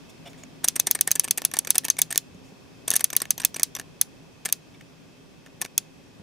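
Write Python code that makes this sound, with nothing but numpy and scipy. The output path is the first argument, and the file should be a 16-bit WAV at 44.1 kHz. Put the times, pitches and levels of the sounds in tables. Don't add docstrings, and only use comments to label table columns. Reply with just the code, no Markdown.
import sys
import numpy as np
from scipy import signal
from scipy.fft import rfft, irfft, next_fast_len
from scipy.io import wavfile
from scipy.ndimage import uniform_filter1d

SR = 44100
rng = np.random.default_rng(int(sys.argv[2]) if len(sys.argv) > 2 else 0)


def gain_from_db(level_db):
    decades = np.asarray(level_db, float) / 20
    return 10 ** decades


def generate_wav(signal):
    frames = np.transpose(np.atleast_2d(signal))
    scaled = np.clip(frames, -1, 1) * 32767
    pcm = np.round(scaled).astype(np.int16)
    wavfile.write(sys.argv[1], SR, pcm)


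N = 274302
SPAN = 4096

# start in seconds, peak in dB, brightness in dB.
SLAPS = [(0.6841, -5, -4.5), (0.798, -6, -1), (0.9112, -5.5, 5.5), (1.0101, -5.5, 6.5), (1.1147, -5.5, 1.5),
         (1.1959, -5, 4), (1.3089, -7, 1), (1.45, -6, 6.5), (1.5888, -8, 0), (1.7046, -4, 8),
         (1.7813, -4.5, 4.5), (1.9009, -5, -3.5), (2.017, -4, 2.5), (2.1769, -5.5, -4.5), (2.9038, -8, 4.5),
         (2.9637, -5.5, 4), (3.0421, -5.5, 4), (3.1651, -4.5, 13), (3.306, -6, 4), (3.449, -5, 6.5),
         (3.632, -5.5, 0.5), (4.0131, -4.5, 8), (4.5253, -7, -0.5), (5.7785, -6.5, 1)]
# start in seconds, peak in dB, length in ms.
DRAGS = [(.6408, -11, 12), (.7553, -21.5, 7.9), (.7603, -14.5, 4.6), (.8655, -32.5, 1.6), (.869, -9, 3.1),
         (.9491, -14.5, 3.4), (1.0718, -28, 3.1), (1.1536, -15, 4.5), (1.1569, -14, 2.7),
         (1.2364, -30, 2.4), (1.2407, -17.5, 8.8), (1.2479, -23, 3.7), (1.3746, -14.5, 4.5),
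         (1.7453, -30, 5.7), (1.7505, -30.5, 2.2), (1.8351, -41, 6.1), (1.8433, -22.5, 8.4),
         (1.849, -14, 5.5), (1.9835, -18.5, 15), (2.1047, -21, 5.5), (2.1107, -20, 4), (2.8767, -27.5, 3.5),
         (2.8792, -12, 3.6), (2.9545, -15, 3.1), (5.6093, -41, 5.2), (5.6142, -13.5, 5)]
# start in seconds, peak in dB, pawl against spring in dB.
DROPS = [(.6448, -17, 19.5), (.764, -17.5, 3), (.8733, -16, 10), (.9526, -14.5, 18.5), (1.0753, -9, 17.5),
         (1.3806, -14, 16), (1.5378, -16.5, 5.5), (1.54, -24, 10), (1.672, -21, -5.5), (1.755, -12.5, 18.5),
         (1.9892, -11, 21.5), (2.1259, -16, 3.5), (2.9376, -12.5, 9), (2.9405, -17.5, 7),
         (2.9573, -14.5, -4), (3.0074, -17.5, 15), (3.0097, -21, 5), (3.1294, -21.5, -3),
         (3.1321, -23, 7.5), (3.2182, -13, 14), (3.3995, -25, -0.5), (3.4023, -21, 4.5), (3.5612, -27, -11),
         (3.5649, -20, 4.5), (3.7644, -25.5, -4), (3.7687, -33.5, -7), (4.4561, -12.5, 4),
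         (4.4611, -19.5, 17), (1.7585, -17.5, 11), (5.6207, -19, 0)]
# start in seconds, peak in dB.
TWANGS = [(1.5138, -28), (1.6483, -26), (1.9675, -32), (2.9259, -27), (2.9311, -26), (2.9944, -25),
          (3.1022, -23.5), (3.2022, -24), (3.3786, -21), (3.5432, -23.5), (3.7507, -19.5), (4.4511, -23.5),
          (4.4531, -29)]
# start in seconds, peak in dB.
FLICKS = [(.6785, -21), (.7952, -23.5), (.9062, -33.5), (.9898, -34), (1.108, -21), (1.2778, -31.5),
          (1.2831, -26.5), (1.4183, -23.5), (1.4415, -47), (1.5435, -29), (1.5684, -17), (1.6755, -23.5),
          (1.8835, -17), (2.1578, -17), (2.9139, -13), (3.1518, -36), (3.2541, -33.5), (3.4344, -38.5),
          (3.4392, -34.5), (3.5966, -18.5), (3.7971, -23), (4.4888, -28), (5.6499, -27)]
# start in seconds, peak in dB.
GEARS = [(.331, -58), (.6338, -52), (1.5555, -37.5), (1.6904, -44.5), (1.6979, -43.5), (1.8605, -36.5),
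         (2.1214, -34), (2.1466, -34), (2.8929, -37.5), (3.0019, -34.5), (3.2391, -59), (3.4165, -29),
         (3.4232, -45.5), (3.5841, -44.5), (3.6076, -39), (3.7866, -37), (3.8121, -44), (4.4826, -44.5),
         (4.497, -33.5), (3.6185, -41), (4.8101, -50.5), (5.4613, -47.5), (5.4701, -61), (5.6449, -37),
         (5.6581, -36.5)]
# frame knock in dB relative to the peak for a contact of REFERENCE_DB, pawl
# against spring in dB, length in ms, crack in dB relative to the peak.
DRAG_TRAITS = (-13.5, 5, None, -20.5)
DROP_TRAITS = (-9.5, None, 2.2, -6)
TWANG_TRAITS = (-15, -12.5, 3, -10.5)
FLICK_TRAITS = (-7.5, -4.5, 3, 1.5)
GEAR_TRAITS = (-13, -8, 5.5, -5)
# start in seconds, peak in dB, length in ms, brightness in dB.
RUBS = [
    (0.091, -48, 22, 14),
    (.252, -38.5, 27, -8),
    (.268, -39.5, 19, 1),
    (.29, -51, 34, 17),
    (.372, -49.5, 72, 4),
    (.433, -35, 4.8, -2.5),
    (2.341, -56, 9.7, 16),
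    (2.439, -58, 107, 11),
    (4.74, -49, 12, -7),
]
# start in seconds, peak in dB.
CREAKS = [
    (0.34, -49),
    (4.806, -41),
]
# start in seconds, peak in dB.
BUMPS = [
    (2.315, -47),
    (2.346, -41.5),
    (2.378, -48),
    (2.413, -51.5),
    (2.492, -48.5),
    (2.519, -43.5),
    (6.195, -40.5),
    (6.213, -46.5),
]

# centre in Hz, width in Hz, level in dB.
TILE_MODES = [(2570, 87, -19.5), (3470, 90, -15), (4493, 480, -18), (5450, 1200, -20.5), (6244, 170, 2),
              (6640, 680, -8.5), (8300, 550, -10.5), (9900, 170, -9), (10360, 320, -1), (11230, 260, -1),
              (13340, 400, -9.5), (13860, 2400, -10), (14820, 300, -9)]
# centre in Hz, width in Hz, level in dB.
SPRING_MODES = [(1104, 40, -7.5), (5930, 49, -2.5), (3600, 190, -7), (4654, 130, -9.5), (5840, 130, 2),
                (6540, 340, -2), (12500, 200, -11), (11460, 300, -9.5)]
# centre in Hz, width in Hz, level in dB.
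PAWL_MODES = [(7700, 280, -9), (8560, 160, 2), (9260, 730, -4), (10200, 250, -6), (12450, 200, -6),
              (14800, 300, -16)]
# centre in Hz, width in Hz, level in dB.
FRAME_MODES = [(687, 130, -14.5), (965, 300, -6), (1300, 420, -13.5), (1769, 135, 0.5), (2206, 220, -5.5),
               (2573, 600, -4.5)]
# centre in Hz, width in Hz, level in dB.
DIAL_MODES = [(680, 94, 1.5), (2280, 120, 3), (2930, 160, -7.5), (3550, 170, -3.5), (5524, 200, -11),
              (6830, 250, -6.5), (8640, 150, -16), (12410, 500, -21)]
# centre in Hz, width in Hz, level in dB.
SHAFT_MODES = [(1930, 90, 3), (2340, 200, -16)]
# centre in Hz, width in Hz, level in dB.
BENCH_MODES = [(85.2, 35, 3.5), (187, 30, 10), (461, 140, -9.5), (906, 270, -19)]
# frequency in Hz, level in dB.
CRACK = [(500, -21), (2000, -10), (5000, 1), (10000, -2), (15000, -9.5), (20000, -29.5)]
# frequency in Hz, level in dB.
KNOCK = [(100, -22.5), (300, -7), (800, -16.5), (2500, -19.5), (5000, -25.5), (10000, -58)]

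# frequency in Hz, level in dB under the centre.
WIDTH = [(500, -12), (2000, -27.5), (6000, -14), (8500, -17), (11000, -11), (14000, -9.5)]
# frequency in Hz, left's lead in radians.
PORTS = [(0, 0), (9300, -0.0), (11400, 0.1), (12000, 2.3), (12500, -0.0), (16400, -0.9)]
# frequency in Hz, left over right in dB.
LEAN = [(60, 3), (180, -2.5), (550, 0), (1650, 0.0), (4970, 0.0), (15000, -0.5)]
# frequency in Hz, time to fall 60 dB in seconds.
SHOP_DECAY = [(500, .3), (3000, 0.3), (8000, .2), (15000, .15)]
# time in seconds, level in dB.
ROOM_LEVEL = [(0.0, -47.5), (0.7, -48.5), (2.2, -50), (3.1, -49), (3.801, -50), (5.4, -51.5), (6.22, -51)]
# frequency in Hz, density in dB per Hz.
HUM = [(15, -50.5), (25, -19.5), (166, -5.5), (219, -8.5), (262, -5), (339, -11.5), (405, -8.5), (454, -14),
       (543, -13), (598, -15), (827, -19.5), (868, -22.5), (1200, -20.5), (1560, -49.5), (2640, -120)]
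# frequency in Hz, density in dB per Hz.
AIR = [(530, -22), (900, -4), (933, -2), (1150, -16), (1430, -3.5), (2330, -5.5), (2590, 0), (2900, -8.5),
       (3150, -2.5), (3970, -8.5), (5390, -6.5), (7120, -12.5), (14600, -23), (15700, -30.5),
       (16500, -46.5)]
# centre in Hz, width in Hz, level in dB over the background.
DRONES = [(120, 12, 5), (160, 8, 8), (265, 20, 4), (2200, 60, 2.5), (2570, 130, 3)]

STACK_S, CASE_S = 0.029, 0.11
TILE_SCATTER_DB, METAL_SCATTER_DB = 1.5, 2.5
SLAP_KNOCK_DB = -27.5
SNAP_S, SCRAPE_S = 0.0007, 0.0007
REFERENCE_DB = -21
KNOCK_LAGS = 0.66
WALLS_DB = -32
AIR_DB, AIR_FOLLOWS = -57.5, 0.83
TOP_HZ = 15800


def unit(x):
    return x / np.sqrt(np.mean(x ** 2) + 1e-20)


def along(points, hz):
    f, v = np.transpose(points)
    return np.interp(np.log(hz + 1), np.log(f + 1), v)


def filtered(x, response):
    m = next_fast_len(N + 8192)
    spectrum = rfft(x, m) * response(np.fft.rfftfreq(m, 1 / SR))
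    return irfft(spectrum, m)[..., :N]


def contact(length_s, rise_s, grit_db):
    t = np.arange(SPAN) / SR
    swell = 1 - np.exp(-(t / np.reshape(rise_s, (-1, 1))) ** 2)
    release = np.exp(-(t / length_s[:, None]) ** 2)
    noise = rng.standard_normal((2, len(length_s), SPAN))
    grit = gain_from_db(grit_db * rng.standard_normal(noise.shape[1:]))
    return rfft(swell * release * noise * grit)


def body(modes, count, scatter_db):
    f = np.fft.rfftfreq(SPAN, 1 / SR)
    hz, width, db = np.transpose(modes)[:, :, None]
    sign = (-1.) ** np.arange(len(modes))[:, None]
    damping = 1j * f * width
    shapes = sign * gain_from_db(db) * damping / (hz ** 2 - f ** 2 + damping)
    strengths = gain_from_db(scatter_db * rng.standard_normal((count, len(modes))))
    return strengths @ shapes


def struck(force, response, peak_db):
    fade = np.clip(np.linspace(8, 0, SPAN), 0, 1)
    rows = irfft(force * response, SPAN) * fade
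    top = np.sqrt(2 * uniform_filter1d(rows ** 2, size=50).max(-1, keepdims=True))
    return rows / top * gain_from_db(peak_db)[:, None]


def placed(times, rows):
    out = np.zeros((2, N + SPAN))
    for s, row in zip(times, rows.transpose(1, 0, 2)):
        start = round(s * SR)
        out[:, start:start + SPAN] += row
    return out[:, :N]


def rattle(count, near_s, far_s, far_db, gappy_db):
    t = np.arange(SPAN) / SR
    decay = gain_from_db(-60 * t / near_s) + gain_from_db(far_db - 60 * t / far_s)
    shape = (1 - np.exp(-t / 0.0008)) * decay
    gaps = unit(uniform_filter1d(rng.standard_normal((count, SPAN)), size=90))
    return rfft(shape * gain_from_db(gappy_db * gaps) * rng.standard_normal((2, count, SPAN)))


def tiles():
    s, db, bright_db = np.transpose(SLAPS)
    f = np.fft.rfftfreq(SPAN, 1 / SR)
    force = contact(np.full(len(s), .0011), rise_s=0.00055, grit_db=4.5)
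    force = force + [[[1.7]], [[0]]] * force[:, :1]
    tilt = gain_from_db(np.outer(bright_db - 5, np.clip((f - 6500) / 3500, 0, 1)))
    ring = tilt * body(TILE_MODES, len(s), TILE_SCATTER_DB)
    frame = body(FRAME_MODES, count=len(s), scatter_db=-0.5) + gain_from_db(along(KNOCK, f) + 5.5)
    after = rattle(len(s), near_s=STACK_S, far_s=CASE_S, far_db=-19, gappy_db=0.0)
    stack = (0.21 * ring / tilt + gain_from_db(along(CRACK, f) - 5.5)) / (1 + (f / 9000) ** 2)
    rows = struck(force, ring, db + 2.0)
    rows = rows + struck(force, frame, db + SLAP_KNOCK_DB)
    rows = rows + struck(after, stack, db - 13.5)
    return placed(s - .0004, rows)


def contacts():
    kinds = [(DRAGS, DRAG_TRAITS), (DROPS, DROP_TRAITS), (TWANGS, TWANG_TRAITS),
             (FLICKS, FLICK_TRAITS), (GEARS, GEAR_TRAITS)]
    events = []
    for rows, traits in kinds:
        for row in rows:
            events.append(tuple(row[:2]) + tuple(row[-1] if v is None else v for v in traits))
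    return np.transpose(events)


def ratchet():
    s, db, knock_db, pawl_db, ms, crack_db = contacts()
    knock_db = knock_db - KNOCK_LAGS * (db - REFERENCE_DB)
    f = np.fft.rfftfreq(SPAN, 1 / SR)
    crack = gain_from_db(along(CRACK, f))
    scrape = contact(ms * SCRAPE_S, rise_s=ms * SCRAPE_S / 3, grit_db=1.5)
    snap = contact(np.clip(ms - 1.5, .5, 20) * SNAP_S, rise_s=ms * SNAP_S / 4, grit_db=8.5)
    lean = gain_from_db(pawl_db / 2)[:, None]
    pawl = lean * body(PAWL_MODES, len(s), METAL_SCATTER_DB)
    spring = body(SPRING_MODES, len(s), METAL_SCATTER_DB) / lean
    frame = body(FRAME_MODES, count=len(s), scatter_db=METAL_SCATTER_DB) + gain_from_db(along(KNOCK, f))
    damping_db = 1.1 * np.clip(crack_db + 2.5, 0, 14)
    after = rattle(len(s), near_s=0.038, far_s=0.11, far_db=-15, gappy_db=0.0)
    rows = struck(scrape, pawl + spring, db - 2.0 - damping_db)
    rows = rows + struck(snap + 0.83 * scrape, frame, db + knock_db + 2.5)
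    rows = rows + struck(snap, crack, db + np.minimum(crack_db, -1.5))
    rows = rows + struck(after, crack + 4.5 * frame, db - 15.0)
    return placed(s - .0003, rows)


def fingers():
    s, db, ms, bright_db = np.transpose(RUBS)
    f = np.fft.rfftfreq(SPAN, 1 / SR)
    force = contact(ms * .0008, rise_s=0.0052, grit_db=5.0)
    tilt = gain_from_db(np.outer(bright_db, np.clip((f - 3000) / 3000, 0, 1)))
    dial = body(DIAL_MODES, count=len(s), scatter_db=3.5) + gain_from_db(along(CRACK, f) - 19)
    return placed(s, struck(force, tilt * dial, db))


def knob():
    s, db = np.transpose(CREAKS)
    force = contact(np.full(len(s), .006), rise_s=0.0034, grit_db=-3)
    return placed(s, struck(force, body(SHAFT_MODES, count=len(s), scatter_db=-8.5), db))


def bench():
    s, db = np.transpose(BUMPS)
    force = contact(np.full(len(s), .002), rise_s=0.0034, grit_db=0.5)
    return placed(s, struck(force, body(BENCH_MODES, count=len(s), scatter_db=-2.0), db + 5.5))


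def walls(x):
    hz, t, z = signal.stft(rng.standard_normal((2, SR // 3)), SR, nperseg=256)
    decay = gain_from_db(-60 * t / along(SHOP_DECAY, hz)[:, None])
    tail = signal.istft(z * decay, SR, nperseg=256)[1]
    tail = tail / np.linalg.norm(tail[0])
    delayed = np.pad(x, (200, 0))[None]
    return signal.fftconvolve(delayed, tail, axes=1)[:, :N]


def drone_boost(hz):
    return sum(db / (1 + (2 * (hz - c) / w) ** 2) for c, w, db in DRONES)


def rush(spectrum, patchy_db):
    z = signal.stft(rng.standard_normal((2, N + 1024)), nperseg=512)[2]
    field = uniform_filter1d(rng.standard_normal(z.shape[1:]), size=6, axis=0)
    field = uniform_filter1d(field, size=12, axis=1)
    pair = signal.istft(z * gain_from_db(patchy_db * unit(field)), nperseg=512)[1][:, :N]
    return unit(filtered(pair, lambda hz: gain_from_db(along(spectrum, hz) + drone_boost(hz))))


def workshop():
    level_db = np.interp(np.arange(N) / SR, *np.transpose(ROOM_LEVEL))
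    air_db = AIR_DB + AIR_FOLLOWS * (level_db - level_db.mean())
    hum = gain_from_db(level_db) * rush(HUM, patchy_db=.6)
    air = gain_from_db(air_db) * rush(AIR, patchy_db=.4)
    return hum + 0.086 * hum[::-1] + air + 0.12 * air[::-1]


def port_gain(hz):
    return (gain_from_db(along(LEAN, hz)) * np.exp(1j * along(PORTS, hz))) ** [[.5], [-.5]]


def scene():
    centre, other = tiles() + ratchet() + fingers() + bench() + knob()
    side = filtered(other, lambda hz: gain_from_db(along(WIDTH, hz)))
    ports = filtered(centre, port_gain)
    return ports + [side, -side] + gain_from_db(WALLS_DB) * walls(centre) + workshop()


def roll_off(x):
    return signal.sosfilt(signal.butter(12, 16800, fs=SR, output="sos"), x)


def record(dry):
    push = filtered(dry ** 2, lambda hz: 1 / (1 + (hz / 300) ** 2))
    mic = dry - gain_from_db(-25.5) * push
    clipped = mic / (1 + np.abs(mic / 1.05) ** 8) ** (1 / 8)
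    limited = filtered(clipped, lambda hz: 1 / (1 + (hz / TOP_HZ) ** 60))
    return roll_off(limited)


dry = scene()
out = record(dry)
generate_wav(out)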